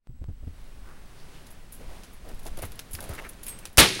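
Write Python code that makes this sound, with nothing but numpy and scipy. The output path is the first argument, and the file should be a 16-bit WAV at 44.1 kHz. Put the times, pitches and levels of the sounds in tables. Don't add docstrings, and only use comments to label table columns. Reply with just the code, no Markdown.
import sys
import numpy as np
from scipy import signal
from scipy.fft import rfft, irfft
from scipy.io import wavfile
from scipy.ndimage import uniform_filter1d

SR = 44100
rng = np.random.default_rng(int(sys.argv[2]) if len(sys.argv) > 2 else 0)


def pcm_store(signal):
    levels = np.round(np.clip(np.atleast_2d(signal), -1, 1) * 32767)
    wavfile.write(sys.argv[1], SR, levels.astype(np.int16).T)


N = 176400
T = np.arange(N) / SR
HZ = np.fft.rfftfreq(N, 1 / SR)


def amp(db):
    return 10 ** (np.asarray(db) / 20)


def unit(x):
    return x / np.sqrt(np.mean(x ** 2) + 1e-20)


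def spectrum(points):
    hz, db = np.transpose(points)
    return amp(np.interp(np.log(HZ + 1), np.log(hz + 1), db))


def level(points):
    return amp(np.interp(T, *np.transpose(points)))


def noise(gain):
    white = rng.standard_normal(N)
    return unit(irfft(rfft(white) * gain, N))


def grain(depth_db, size=40):
    flutter = unit(uniform_filter1d(rng.standard_normal(N), size))
    return unit(amp(depth_db * flutter))


def strike(start, rise, decay):
    t = np.maximum(T - start, 0)
    fall = np.exp(-np.minimum(np.maximum(t - rise, 0) / decay, 20))
    return np.minimum(t / rise, 1) * fall


def ring(start, db, hz, t60):
    t = np.maximum(T - start, 0)
    return amp(db - 60 * t / t60) * np.sin(2 * np.pi * hz * t)


def hump(hz, octaves):
    return np.exp(-.5 * (np.log2((HZ + 1) / hz) / octaves) ** 2)


# frequency in Hz, relative level in dB.
HISS_COLOUR = [(30, 11), (150, 13.5), (400, 7), (1000, 2.5), (2000, 0), (4500, -5), (7000, -9), (10000, -8),
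               (13000, -14), (16000, -14)]
# time in seconds, level in dB.
HISS_LEVEL = [(0, -102), (.07, -73.5), (.16, -67.5), (.37, -63), (.6, -54.5), (.9, -55), (1.35, -50),
              (1.68, -54.5), (1.95, -48.5), (2.2, -53.5), (2.6, -49), (2.87, -51), (3.1, -45),
              (3.37, -51.5), (3.55, -48), (3.75, -55)]


def room_hiss():
    return level(HISS_LEVEL) * noise(spectrum(HISS_COLOUR))


# frequency in Hz, relative level in dB.
RUMBLE_COLOUR = [(3, -5.5), (10, -1.5), (20, -4.5), (40, -12), (65, -17), (110, -27), (250, -35.5),
                 (1000, -80)]
# time in seconds, level in dB.
RUMBLE_LEVEL = [(0, -77), (.06, -74), (.09, -39), (.8, -41.5), (1.1, -45.5), (1.75, -43), (1.88, -38.5),
                (2.15, -45), (2.55, -32.5), (2.82, -46), (3.08, -36), (3.35, -46), (3.5, -42), (3.75, -50)]


def handling_rumble():
    return level(RUMBLE_LEVEL) * noise(spectrum(RUMBLE_COLOUR))


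# start in seconds, peak level in dB.
TICKS = [(.072, -40), (.242, -34)]


def ticks(decay_s=0.00074):
    return sum(amp(db) * strike(start, 2 / SR, decay_s) for start, db in TICKS)


# centre in Hz, width in Hz, level in dB.
WHINE_BANDS = [(7830, 270, -75.5), (15750, 130, -73.5)]


def recorder_whine():
    whine = 0
    for hz, width, db in WHINE_BANDS:
        whine = whine + amp(db) * noise(np.exp(-2 * ((HZ - hz) / width) ** 2))
    return whine * (T > TICKS[0][0])


# start in seconds, level in dB, pitch in Hz.
BUMPS = [(.092, -36.5, 120), (.213, -28.5, 66), (.283, -25, 87), (.426, -30.5, 62.3), (.469, -25.5, 80),
         (2.635, -28.5, 84.7), (2.94, -30, 80), (3.098, -26, 74.4)]
# frequency in Hz, relative level in dB.
BUMP_RUB_COLOUR = [(60, -5), (250, 0), (500, -14), (1000, -26), (4000, -44), (16000, -48)]
BUMP_RISE_S, BUMP_DECAY_S = 0.00408, 0.017
BUMP_RUB_DB = -17


def bumps():
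    rub = amp(BUMP_RUB_DB) * noise(spectrum(BUMP_RUB_COLOUR))
    thuds = np.zeros(N)
    for start, db, hz in BUMPS:
        thud = rub - np.sin(2 * np.pi * hz * (T - start))
        thuds += amp(db) * strike(start, BUMP_RISE_S, BUMP_DECAY_S) * thud
    return thuds


# start in seconds, length in seconds, level in dB, centre in Hz.
SCUFFS = [(0.826, 0.22, -54.5, 1290), (1.173, 0.076, -57.5, 4500), (1.327, 0.093, -55.5, 3020),
          (1.782, 0.079, -50.5, 474), (1.881, .14, -51, 606), (2.24, 0.15, -48, 540),
          (2.452, 0.051, -42, 650), (2.568, 0.045, -41.5, 516), (2.613, 0.062, -43.5, 2000),
          (2.623, 0.044, -36, 515), (2.984, 0.019, -38, 1480), (2.995, .1, -44.5, 644),
          (3.085, 0.068, -39, 530), (3.116, 0.074, -44.5, 1600), (3.177, 0.031, -37.5, 1880),
          (3.189, 0.067, -45.5, 700), (3.237, .045, -40.5, 1680), (3.458, 0.11, -51, 2200),
          (3.62, 0.084, -52, 1900)]
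# frequency in Hz, relative level in dB.
SCUFF_SKIRT_COLOUR = [(60, 3), (300, 11.5), (2500, -4.5), (6000, -11), (16000, -13)]
SCUFF_OCTAVES, SCUFF_GRAIN_DB = 0.4, 3.5
SCUFF_SKIRT_TRIM_DB = -11


def scuffs():
    skirt = amp(SCUFF_SKIRT_TRIM_DB) * spectrum(SCUFF_SKIRT_COLOUR)
    rubs = np.zeros(N)
    for start, length, db, hz in SCUFFS:
        progress = np.clip((T - start) / length, 0, 1)
        swell = np.sin(np.pi * progress ** 0.59)
        rubs += amp(db) * swell * noise(hump(hz, SCUFF_OCTAVES) + skirt)
    return rubs * grain(SCUFF_GRAIN_DB, size=90)


# start in seconds, level in dB, decay in seconds, broadband snap in dB relative to the spit.
SPITS = [(1.465, -52.5, 0.012, 1.5), (1.504, -51.5, 0.02, -10), (1.722, -43, 0.029, -15),
         (2.034, -54, 0.014, 6.5), (2.13, -51, .018, -18), (2.288, -51, .006, 0.5), (2.343, -51, .005, -12),
         (2.393, -47, .006, -6), (2.43, -50, 0.014, -8), (2.451, -48.5, .008, -7),
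         (2.463, -42.5, 0.011, 0.5), (2.572, -41.5, 0.0046, -5), (2.587, -44.5, 0.0073, -0.5),
         (2.62, -34, 0.009, -15), (2.651, -42, .011, -6), (2.719, -41.5, 0.0037, -0.5),
         (2.755, -51, .004, -14), (2.792, -36.5, 0.0043, 4.5), (2.91, -42.5, 0.013, -18),
         (2.932, -30.5, 0.01, -12), (2.951, -37.5, 0.0047, 1), (3.005, -38, .005, -4),
         (3.023, -43, .008, -7), (3.04, -46, .012, -3), (3.091, -40.5, 0.0051, -20),
         (3.135, -42.5, 0.0069, -12), (3.149, -42.5, 0.0045, -0.5), (3.29, -39, 0.0086, -12.5),
         (3.332, -54, .004, 3), (3.431, -39.5, 0.021, -9.5), (3.465, -34, 0.0064, -8.5),
         (3.481, -35, 0.02, -8.5), (3.588, -39, 0.0044, -6), (3.654, -37.5, 0.0036, 6),
         (3.668, -51, 0.006, -4), (3.729, -49, .004, -17)]
# centre in Hz, width in Hz, relative level in dB before a treble tilt.
CASE_MODES = [(6280, 200, -16), (7070, 300, -8), (8330, 220, -6), (10220, 170, 6.5), (11500, 370, -1.5),
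              (12800, 230, -1.5), (13500, 250, -4), (15400, 580, -6.5)]
# frequency in Hz, relative level in dB.
SNAP_COLOUR = [(200, -14), (1000, -4), (2200, -2), (3800, 0.5), (7000, -2), (11000, -6), (16000, -21)]
SPIT_RISE_S, SPIT_GRAIN_DB = 0.00066, 3


def crackle(echo_db=-17, echo_s=0.021):
    power = sum(amp(db) ** 2 / (1 + (2 * (HZ - hz) / width) ** 2) for hz, width, db in CASE_MODES)
    treble_tilt = HZ / (HZ + 4000)
    case = noise(np.sqrt(power) * treble_tilt)
    snap = noise(spectrum(SNAP_COLOUR))
    spits = np.zeros(N)
    for start, db, decay, snap_db in SPITS:
        direct = strike(start, SPIT_RISE_S, decay)
        echo = amp(echo_db) * strike(start, 0.0035, echo_s)
        spits += amp(db) * (direct + echo) * (case + amp(snap_db) * snap)
    return spits * grain(SPIT_GRAIN_DB)


# start in seconds, level in dB, pitch in Hz, 60 dB decay in seconds.
WIRE_PING = (3.486, -35, 8385, 0.3)


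def wire_ping():
    return ring(*WIRE_PING)


# frequency in Hz, relative level in dB.
CRACK_COLOUR = [(200, -20), (1200, -10), (3000, -9), (9000, 3), (16000, -2)]
CRACK_S, CRACK_DB, CRACK_DECAY_S = 3.7735, -5.5, 0.0015


def case_crack():
    return amp(CRACK_DB) * strike(CRACK_S, .0002, CRACK_DECAY_S) * noise(spectrum(CRACK_COLOUR))


BANG_S = 3.780
# frequency in Hz, relative level in dB.
ARC_COLOUR = [(40, 3), (200, 3.5), (1000, 1.5), (3500, 0.5), (7000, -2.5), (10000, 2), (16000, -9.5)]
ARC_LENGTH_S, ARC_DB = .03, -4


def arc():
    gate = (T > BANG_S) & (T < BANG_S + ARC_LENGTH_S)
    return amp(ARC_DB) * gate * noise(spectrum(ARC_COLOUR)) * grain(4, size=80)


PUSH_HZ, PUSH_DB, PUSH_DECAY_S = 65.4, -8, 0.023


def pressure_push():
    wave = -np.cos(2 * np.pi * PUSH_HZ * (T - BANG_S))
    return amp(PUSH_DB) * strike(BANG_S, 0.0011, PUSH_DECAY_S) * wave


# frequency in Hz, relative level in dB.
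EARLY_COLOUR = [(40, -14), (150, 2), (350, 2), (700, -2), (1300, -1.5), (2200, 0.5), (3700, 1.5),
                (5500, -7.5), (7500, -11), (10300, -10.5), (13000, -18), (16000, -27)]
# frequency in Hz, relative level in dB.
LATE_COLOUR = [(40, -12), (115, 1), (190, -3), (270, 2.5), (390, 2), (550, -6), (900, -13), (1400, -7.5),
               (2200, 0), (4000, 1.5), (5500, -2.5), (7500, -11), (10300, -7.5), (13000, -23), (16000, -29)]
EARLY_DB, EARLY_T60_S = 0, 0.21
LATE_DB, LATE_T60_S = -23, 0.99


def room_reverb():
    to_decay = 1 / np.log(1000)
    early = amp(EARLY_DB) * strike(BANG_S, 0.0044, EARLY_T60_S * to_decay) * noise(spectrum(EARLY_COLOUR))
    late = amp(LATE_DB) * strike(BANG_S, 0.013, LATE_T60_S * to_decay) * noise(spectrum(LATE_COLOUR))
    return early + late


# pitch in Hz, level in dB, 60 dB decay in seconds.
BENCH_RINGS = [(112.3, -36.5, 1.3), (190, -35, 0.86), (264, -33, 0.66), (377, -35.5, 1.9), (1916, -39, 1.1),
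               (2200, -34, 1), (2360, -40, 0.97)]


def bench_rings():
    return sum(ring(BANG_S, db, hz, t60) for hz, db, t60 in BENCH_RINGS)


# start in seconds, level in dB, centre in Hz.
FRAGMENTS = [(3.886, -25, 5000), (3.949, -34, 6000), (3.993, -32, 950)]
FRAGMENT_DECAY_S = .005


def fragments():
    taps = np.zeros(N)
    for start, db, hz in FRAGMENTS:
        taps += amp(db) * strike(start, .001, FRAGMENT_DECAY_S) * noise(hump(hz, .6))
    return taps


def scene():
    background = room_hiss() + handling_rumble() + recorder_whine()
    build_up = ticks() + bumps() + scuffs() + crackle() + wire_ping()
    bang = case_crack() + arc() + pressure_push() + room_reverb() + bench_rings()
    return (background + build_up + bang + fragments())[None]


# frequency in Hz, gain in dB.
MIC_COLOUR = [(20, 0.5), (7300, -1), (7850, -5), (8300, 0), (16000, -3)]
CLIP_TOP, CLIP_BOTTOM = 0.61, 0.46
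EDGE_HZ = 16000


def record(dry):
    rail = np.where(dry > 0, CLIP_TOP, CLIP_BOTTOM)
    clipped = rail * np.tanh(dry / rail)
    colour = signal.firwin2(513, np.linspace(0, 1, len(HZ)), spectrum(MIC_COLOUR))
    edge = signal.firwin(511, EDGE_HZ, window=("kaiser", 9), fs=SR)
    return signal.oaconvolve(clipped, np.convolve(colour, edge)[None], "same")


dry = scene()
out = record(dry)
pcm_store(out)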